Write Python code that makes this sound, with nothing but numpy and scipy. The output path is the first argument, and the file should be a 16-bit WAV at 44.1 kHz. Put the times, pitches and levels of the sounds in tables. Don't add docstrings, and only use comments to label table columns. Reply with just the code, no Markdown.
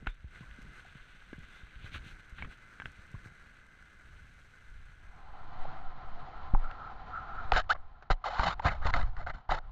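import sys
import numpy as np
from scipy import signal
from scipy.fft import rfft, irfft
from scipy.io import wavfile
from scipy.ndimage import uniform_filter1d, minimum_filter1d

SR = 44100
rng = np.random.default_rng(int(sys.argv[2]) if len(sys.argv) > 2 else 0)


def wrap_up_sound(samples):
    columns = np.atleast_2d(samples).T
    tamed = np.clip(columns, -1, 1)
    steps = np.round(tamed * 32767).astype(np.int16)
    wavfile.write(sys.argv[1], SR, steps)


N = 428211
TIME = np.arange(N) / SR


# (start [s], build time [s], drain time [s], relative body level [dB],
# fizz level [dB], drumming level [dB], fall while draining [dB])
WATER_SHEETS = [(7.533, 0.044, 0.042, -25.5, -38.5, -45, 14.5), (7.694, 0.01, 0.029, -29, -39, -64, 8.5),
                (7.749, 0.0031, 0.012, -38, -71, -62, 13), (8.102, 0.0095, 0.03, -27, -38, -45, 22.5),
                (8.242, 0.024, 0.07, -28.5, -42, -64, 22), (8.304, 0.086, 0.02, -32.5, -47, -65, 4),
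                (8.41, 0.069, 0.062, -25.5, -38, -40, 17.5), (8.621, 0.021, 0.0054, -39.5, -53, -53, 5),
                (8.646, 0.019, 0.12, -22, -40, -33, 34), (8.817, 0.0072, 0.024, -37.5, -59, -52, 10),
                (8.848, 0.014, 0.045, -29, -43.5, -41, 7), (8.93, 0.023, 0.15, -28, -44.5, -37.5, 31.5),
                (9.167, 0.048, 0.024, -42, -61.5, -51, 7), (9.265, 0.0078, 0.018, -36, -56.5, -49, 7),
                (9.295, 0.0069, 0.014, -35, -57.5, -45, 18), (9.336, 0.0036, 0.076, -46, -61, -50.5, 20),
                (9.491, 0.023, 0.075, -30.5, -46, -44, 11)]
def sheet_levels(rise_db=7, edge_s=0.0018):
    out = np.zeros((3, N))
    for start, build_s, drain_s, *peaks_db, loss_db in WATER_SHEETS:
        crest = start + build_s
        shape = [(start, -rise_db), (crest, 0), (crest + drain_s, -loss_db)]
        out += from_db(peaks_db)[:, None] * gains(shape, edge_s)
    return out


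# (frequency [Hz], relative level [dB])
BODY_TONE = [(60, 1.5), (150, -17.5), (380, -15), (550, -3.5), (720, 1), (1050, -2.5), (1350, 2),
             (1750, -4), (2150, -8.5), (2500, -22), (3200, -34), (5000, -69)]
FIZZ_TONE = [(1500, -13), (2600, 6.5), (3050, 5), (3400, 5), (4250, 9), (4900, -2.5), (6200, -9),
             (7000, -18.5), (7500, -15), (8100, -67.5)]
# (frequency [Hz], width [Hz], boost [dB])
SOAKED_RING = [(720, 120, 3.5), (1276, 170, 5.5), (1520, 120, 4), (2020, 60, 7.5), (3026, 100, 10.5),
               (3370, 80, 0.5), (3680, 200, 3.5), (3830, 100, 3), (4210, 150, 2.5), (5220, 90, 8.5),
               (6130, 300, 0.5), (6970, 620, 13)]
def sheets(body_level, fizz_level):
    rush = droplets(per_s=8000, spread_db=1.64) * from_db(3.4 * drift(140))
    echo_s = 0.00109 * np.exp(0.272 * drift(25))
    rush = rush + 0.42 * np.interp(TIME - echo_s, TIME, rush)
    body = unit_power(colour(rush, BODY_TONE, SOAKED_RING))
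    body = unit_power(body + from_db(-5) * gurgle())
    fizz = unit_power(colour(rush, FIZZ_TONE, SOAKED_RING))
    return body_level * from_db(-1.1) * body + fizz_level * fizz


def gurgle(hz=1056, width_hz=158, wander_octaves=0.38):
    ring = resonate(rng.standard_normal(N), hz, 3 * width_hz)
    ring = resonate(ring, hz, width_hz)
    speed = 2 ** (wander_octaves * drift(32))
    return unit_power(np.interp(np.cumsum(speed) % N, np.arange(N), ring))


# (time [s], relative level [dB])
WAKE_LEVEL = [(5.0, -77), (5.15, -64), (5.45, -55), (5.72, -49), (5.87, -54.5), (6.25, -53), (6.95, -53.5),
              (7.5, -50), (7.64, -64), (8.2, -66.5), (8.8, -56), (9.45, -66.5), (9.71, -63.5)]
# (frequency [Hz], relative level [dB])
WAKE_TONE = [(150, -9.5), (380, -12), (600, -9.5), (750, -2), (1100, -10.5), (1500, -11), (2000, -13),
             (2600, -21), (4200, -23.5), (5200, -35), (7300, -43.5), (8200, -80.5)]
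# (frequency [Hz], width [Hz], boost [dB])
WET_RING = [(762, 210, 7.5), (1032, 35, 10.5), (1274, 410, 9), (3056, 90, 5.5), (3630, 110, -1),
            (4000, 430, 2.5)]
# (time [s], length [s], relative peak [dB])
FOAM_SURGES = [(6.68, 0.11, -44), (6.82, 0.12, -47.5), (7.16, 0.048, -41), (7.26, 0.32, -48.5),
               (7.42, 0.083, -43)]
def wake(hollow_hz=1337, width_hz=135):
    level = gains(WAKE_LEVEL, edge_s=0.15)[0]
    foam = droplets(per_s=9000, spread_db=1.5) * from_db(1.2 * drift(45))
    roar = unit_power(colour(foam, WAKE_TONE, WET_RING))
    ring_level = np.hypot(level * from_db(-8), swells(FOAM_SURGES)[0])
    ring = resonate(rng.standard_normal(N), hollow_hz, 2 * width_hz)
    ring = unit_power(resonate(ring, hollow_hz, width_hz) * from_db(5.2 * drift(28)))
    return level * from_db(3) * roar + ring_level * from_db(1.5) * ring


# (time [s], level [dB])
SPRAY_LEVEL = [(0, -63.5), (0.26, -67), (0.35, -58), (1.25, -60), (2.3, -59.5), (3.2, -58.5), (3.64, -61),
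               (5.1, -62)]
MIST_LEVEL = [(0, -72), (0.25, -74), (0.4, -68), (1.8, -65.5), (2.3, -71), (3.2, -69.5), (3.65, -73),
              (5.1, -72)]
# (time [s], length [s], spray [dB], mist [dB], sizzle [dB])
WAVE_SPLASHES = [(0.09, 0.04, -58, -72, -85), (0.38, 0.13, -63, -67, -86), (0.77, 0.073, -55, -65, -83),
                 (1.56, 0.1, -60.5, -69.5, -81), (1.865, 0.047, -56.5, -61, -83),
                 (1.952, 0.039, -51.5, -47.5, -71), (2.08, 0.073, -57.5, -58.5, -72),
                 (2.2, 0.02, -71, -63.5, -85), (2.41, 0.07, -65, -60, -87), (2.52, 0.041, -56, -58.5, -81),
                 (2.87, 0.055, -63, -66, -80), (3.26, 0.033, -57.5, -74, -76), (4.4, 0.8, -73, -80, -82)]
# (frequency [Hz], relative level [dB])
SPRAY_TONE = [(120, -6.5), (300, -9), (450, -10), (950, -13.5), (1250, -10), (1500, -5), (1850, -15.5),
              (2300, -10.5), (2800, -22.5), (3500, -49.5), (4200, -22.5), (5100, -26.5), (6200, -30.5),
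              (8500, -26), (10500, -37), (15000, -41)]
MIST_TONE = [(1000, -10.5), (2500, 12), (3700, 6), (4300, 1), (5100, -20.5), (6300, -14.5), (8300, -25),
             (10000, -25), (15000, -30.5)]
SIZZLE_TONE = [(2000, -12), (4500, -0.5), (6200, 3.5), (8200, -1.5), (10500, -7), (14000, -15),
               (15000, -16)]
# (frequency [Hz], width [Hz], boost [dB])
DRY_RING = [(1630, 850, 12.5), (2051, 80, 10.5), (2994, 84, 17.5), (3840, 390, 19.5), (6130, 940, 11),
            (8100, 600, 3)]
def spray():
    dense = droplets(per_s=8000, spread_db=3.5) * from_db(drift(50))
    hiss = unit_power(colour(dense, SPRAY_TONE, DRY_RING))
    fine = droplets(per_s=3000, spread_db=-1.5) * from_db(1.4 * drift(18))
    fine += from_db(-6.5) * droplets(per_s=40, spread_db=2)
    mist = unit_power(colour(fine, MIST_TONE))
    sizzle = unit_power(colour(droplets(per_s=2000, spread_db=1.5), SIZZLE_TONE))
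    strays = unit_power(colour(droplets(per_s=40, spread_db=3.5), SIZZLE_TONE))
    steady = gains(SPRAY_LEVEL, edge_s=1)[0]
    splash, splash_mist, splash_sizzle = swells(WAVE_SPLASHES)
    return (np.hypot(steady, splash) * hiss
            + np.hypot(gains(MIST_LEVEL, edge_s=1)[0], splash_mist) * mist
            + splash_sizzle * sizzle
            + steady * from_db(-29) * strays)


# (time [s], peak [dB], final pitch [Hz], time to fade 60 dB [s])
KNOCKS = [(.027, -40.5, 123, 0.068), (0.068, -33.5, 140, 0.042), (.072, -26, 32, 0.2),
          (0.244, -33, 54, 0.12), (0.408, -39, 113, 0.08), (0.587, -43.5, 150, 0.06),
          (0.954, -42, 100, 0.07), (1.330, -30.5, 183, 0.018), (1.382, -39.5, 102, 0.063),
          (1.633, -38, 43, 0.1), (1.761, -38.5, 36, 0.16), (1.844, -30, 52, 0.042), (1.956, -34, 61, 0.087),
          (2.325, -36.5, 37, 0.12), (2.444, -32, 42, 0.039), (2.991, -42.5, 50, 0.068),
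          (3.142, -32, 83, 0.097), (3.164, -36, 32, 0.095), (3.259, -40.5, 81, 0.14),
          (6.537, -11.5, 19.5, 0.38), (6.538, -15.5, 61, 0.014), (7.522, -21, 26, 0.36),
          (8.106, -11.5, 26, 0.15), (8.395, -14.5, 31, 0.065), (8.654, -18, 60, 0.064),
          (8.854, -19, 31, 0.11), (9.035, -20, 25.8, 0.22), (9.491, -24, 22.4, 0.48)]
def thumps(stiffening=0.87, contact_s=0.0072):
    out, t = np.zeros(N), TIME[:SR // 2]
    for start, peak_db, hz, fade_s in KNOCKS:
        pitch = hz * (1 + stiffening * np.exp(-t / contact_s))
        level = from_db(peak_db - 60 * t / fade_s)
        add(out, start, -level * np.sin(2 * np.pi * np.cumsum(pitch) / SR))
    return out


# (time [s], relative peak [dB], ring pitch [Hz], time to fade 60 dB [s])
WATER_SLAPS = [(6.712, -35, 1920, 0.017), (7.5195, 0, 730, 0.012), (7.563, -15.5, 1390, 0.019),
               (7.640, -51, 1700, 0.021), (8.024, -44, 1620, 0.046), (8.101, -26.5, 1290, 0.031),
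               (8.112, -9.5, 1360, 0.0027), (8.395, -18, 1510, 0.012), (8.433, -18, 1270, 0.007),
               (8.595, -29, 1760, 0.024), (8.9385, 2.5, 2080, 0.0057), (9.167, -38, 1870, 0.015),
               (9.268, -32, 1490, 0.025), (9.296, -40, 1380, 0.042), (9.340, -51, 1510, 0.011)]
# (frequency [Hz], relative level [dB])
SLAP_TONE = [(100, -13.5), (700, 10), (1500, 8.5), (2400, 1.5), (4300, -6.5), (5500, -16), (7400, -27),
             (8600, -91)]
def slaps():
    return from_db(1.5) * impacts(WATER_SLAPS, SLAP_TONE, ring_width_hz=250, ring_db=8.5)


# (time [s], relative peak [dB], ring pitch [Hz], time to fade 60 dB [s])
WATER_SHOVES = [(1.331, -61, 430, 0.019), (5.653, -29, 830, 0.033), (6.539, -28.5, 245, 0.055),
                (6.548, -22, 830, 0.016), (7.520, -12.5, 433, 0.028), (8.102, -16, 660, 0.084),
                (8.648, -24, 612, 0.048), (8.855, -26, 467, 0.033), (9.515, -23.5, 624, 0.18)]
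# (frequency [Hz], relative level [dB])
SHOVE_TONE = [(60, 2.5), (140, -2), (280, -12), (450, -4.5), (900, -3), (1300, -15.5), (2500, -26),
              (6000, -46.5)]
def shoves():
    return from_db(-3) * impacts(WATER_SHOVES, SHOVE_TONE, ring_width_hz=270, ring_db=15)


# (time [s], length [s], first pitch [Hz], last pitch [Hz], peak [dB])
AIR_POCKETS = [(0.066, 0.078, 3400, 3600, -59), (0.428, 0.013, 1160, 980, -54),
               (0.849, 0.009, 744, 830, -49.5), (1.496, 0.19, 3500, 3620, -65.5),
               (3.148, 0.0074, 1000, 1160, -48.5), (6.548, 0.012, 740, 1020, -26),
               (7.519, 0.011, 790, 416, -33), (7.697, 0.034, 1156, 1890, -21),
               (8.103, 0.013, 1088, 573, -26), (8.24, 0.011, 1225, 1110, -30),
               (8.256, 0.03, 1010, 588, -31), (8.328, 0.078, 805, 950, -40),
               (8.398, 0.011, 980, 824, -22.5), (8.466, 0.011, 690, 736, -28),
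               (8.597, 0.0081, 770, 1020, -27), (9.493, 0.0044, 900, 760, -24),
               (9.498, 0.0087, 1620, 890, -29), (9.514, 0.021, 690, 783, -26.5),
               (9.577, 0.016, 1210, 1600, -37.5)]
def air_pockets(roughness=0.16):
    out, wobble = np.zeros(N), drift(500)
    for start, length, first_hz, last_hz, peak_db in AIR_POCKETS:
        age = np.linspace(0, 1, int(length * SR))
        uneven = wobble[int(start * SR):][:len(age)]
        pitch = first_hz * (last_hz / first_hz) ** age * (1 + 0.041 * uneven)
        swell = np.abs(np.sin(np.pi * age ** 0.57))
        level = from_db(peak_db) * swell * (1 + roughness * uneven)
        add(out, start, level * np.sin(2 * np.pi * np.cumsum(pitch) / SR))
    return out


# (time [s], relative peak [dB], ring pitch [Hz], time to fade 60 dB [s])
WATER_DROPS = [(.062, -36, 1450, 0.0054), (.0695, -22.5, 1456, 0.016), (.071, -22, 2230, 0.011),
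               (.076, -39, 2390, 0.12), (.358, -42, 2090, 0.024), (.512, -39, 2960, 0.0056),
               (1.331, -38.5, 1640, 0.021), (1.433, -42, 2180, 0.017), (1.944, -31.5, 1440, 0.066),
               (1.959, -33.5, 1360, 0.021), (2.383, -35, 1590, 0.12), (2.4237, -26, 2250, 0.015),
               (2.447, -33.5, 1270, 0.044), (2.800, -27.5, 1640, 0.019), (2.820, -29.5, 1540, 0.012),
               (2.857, -25.5, 1574, 0.013)]
# (frequency [Hz], relative level [dB])
DROP_TONE = [(100, 11), (600, -5), (1500, 6.5), (2300, 2.5), (3300, -5), (4500, -26), (8000, -34),
             (15000, -55)]
def drops():
    return from_db(-1.5) * impacts(WATER_DROPS, DROP_TONE, ring_width_hz=106, ring_db=10.5)


# (time [s], relative level [dB])
GUST_LEVEL = [(0, -62), (3.55, -65), (4.6, -64), (4.7, -53), (5.3, -57.5), (6.15, -54.5), (6.55, -51),
              (7.0, -54.5), (7.55, -46), (8.15, -64), (8.56, -46), (8.7, -42), (9.04, -34), (9.14, -47.5),
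              (9.35, -43), (9.43, -68), (9.71, -49.5)]
# (time [s], length [s], drumming level [dB], relative gust level [dB])
WAVE_BUMPS = [(0.02, 0.11, -55, -62), (0.43, 0.14, -66, -52.5), (0.66, 0.1, -56, -53),
              (1.4, 0.077, -63, -52), (1.99, 0.28, -55, -52.5), (2.44, 0.086, -47.5, -45),
              (2.86, 0.068, -56.5, -51), (3.28, 0.08, -60, -63), (4.15, 0.25, -66, -58)]
# (time [s], length [s], peak [dB])
CASE_SWINGS = [(5.76, 0.49, -28), (6.55, 0.45, -35), (7.58, 0.34, -32.5), (8.95, 0.31, -31)]
# (frequency [Hz], relative level [dB])
GUST_TONE = [(10, -6), (25, 5.5), (45, -1), (80, -5.5), (160, -25.5), (400, -75)]
DRUM_TONE = [(35, -16), (80, -2.5), (130, -0.5), (230, -9.5), (400, -19.5), (800, -31), (2000, -64.5)]
def rumble(sheet_drumming):
    lumpy_air = rng.standard_normal(N) * from_db(1.8 * drift(26))
    gusts = unit_power(colour(lumpy_air, GUST_TONE))
    sway = unit_power(resonate(drift(30), hz=7.3, width_hz=3))
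    drumming = unit_power(colour(droplets(per_s=500, spread_db=2), DRUM_TONE))
    gust_level = gains(GUST_LEVEL)[0]
    wave_drumming, wave_gusts = swells(WAVE_BUMPS)
    ripples = from_db(-6.5) * gains(SPRAY_LEVEL, edge_s=0.21)[0]
    ripples += from_db(-5) * gains(WAKE_LEVEL, edge_s=0.1)[0]
    return (np.hypot(gust_level, wave_gusts) * from_db(4) * gusts
            + np.hypot(gust_level * from_db(-0.5), swells(CASE_SWINGS)[0]) * sway
            + np.hypot(ripples, wave_drumming + sheet_drumming) * drumming)


def impacts(rows, tone, ring_width_hz, ring_db):
    out, t = np.zeros(N), TIME[:SR // 10]
    for start, peak_db, hz, fade_s in rows:
        force = rng.standard_normal(len(t)) * from_db(-60 * t / fade_s)
        force[0] += 3
        hit = colour(force + from_db(ring_db) * resonate(force, hz, ring_width_hz), tone)
        add(out, start, from_db(peak_db) * hit / np.abs(hit).max())
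    return out


def droplets(per_s, spread_db):
    sizes = from_db(spread_db * np.minimum(rng.exponential(1, N), 5))
    return unit_power(sizes * rng.choice([-1, 1], N) * (rng.random(N) < per_s / SR))


def drift(per_s):
    points = rng.standard_normal(int(N / SR * per_s) + 2)
    return unit_power(np.interp(TIME * per_s, np.arange(len(points)), points))


def gains(rows, edge_s=0.0022):
    times, *columns = np.transpose(rows)
    out = np.zeros((len(columns), N))
    span = slice(*np.searchsorted(TIME, [times[0] - edge_s, times[-1] + edge_s]))
    t = TIME[span]
    fade = np.clip(1 + np.minimum(t - times[0], times[-1] - t) / edge_s, 0, 1)
    out[:, span] = [fade * from_db(np.interp(t, times, db)) for db in columns]
    return out


def swells(rows):
    power = np.zeros((len(rows[0]) - 2, N))
    for centre, length, *peaks_db in rows:
        span = slice(*np.searchsorted(TIME, [centre - 2 * length, centre + 2 * length]))
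        bell = np.exp(-2 * ((TIME[span] - centre) / length) ** 2)
        power[:, span] += np.outer(from_db(peaks_db), bell) ** 2
    return np.sqrt(power)


def colour(x, tone, rings=()):
    size = 8192
    hz = np.maximum(np.arange(size // 2 + 1) * SR / size, 1)
    tone_hz, tone_db = np.transpose(tone)
    level = np.interp(np.log(hz), np.log(tone_hz), tone_db)
    for centre, width, boost in rings:
        level = level + boost / (1 + (2 * (hz - centre) / width) ** 2)
    cepstrum = irfft(np.log(from_db(level)))
    cepstrum[1:size // 2] *= 2
    cepstrum[size // 2 + 1:] = 0
    return signal.fftconvolve(x, irfft(np.exp(rfft(cepstrum))))[:len(x)]


def resonate(x, hz, width_hz):
    r = np.exp(-np.pi * width_hz / SR)
    feedback = [1, -2 * r * np.cos(2 * np.pi * hz / SR), r * r]
    return signal.lfilter(np.array([1, 0, -1]) * (1 - r * r) / 2, feedback, x)


def add(track, start_s, sound):
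    start = max(round(start_s * SR), 0)
    track[start:start + len(sound)] += sound[:N - start]


def from_db(db):
    return 10 ** (np.asarray(db) / 20)


def unit_power(x):
    return x / np.sqrt(np.mean(x ** 2) + 1e-20)


def scene(wetting_s=(5.0, 6.2), film_cut_hz=7500):
    wetness = np.interp(TIME, wetting_s, [0, 1])
    ticks = drops()
    body, fizz, drumming = sheet_levels()
    water = slaps() + shoves() + wake() + sheets(body, fizz) + air_pockets()
    film = signal.cheby1(12, 0.5, film_cut_hz, fs=SR, output="sos")
    muffled = signal.sosfilt(film, water + thumps() + rumble(drumming))
    return ((1 - wetness) * spray() + ticks + muffled)[None]


def record(dry, ceiling=0.255, cutoff_hz=15200):
    gain = ceiling / np.maximum(np.abs(dry), ceiling)
    held = minimum_filter1d(gain, size=181)
    smooth = uniform_filter1d(uniform_filter1d(held, size=91), size=91)
    treble_cut = signal.cheby1(12, 0.2, cutoff_hz, fs=SR, output="sos")
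    return signal.sosfilt(treble_cut, dry * smooth)


dry = scene()
out = record(dry)
wrap_up_sound(out)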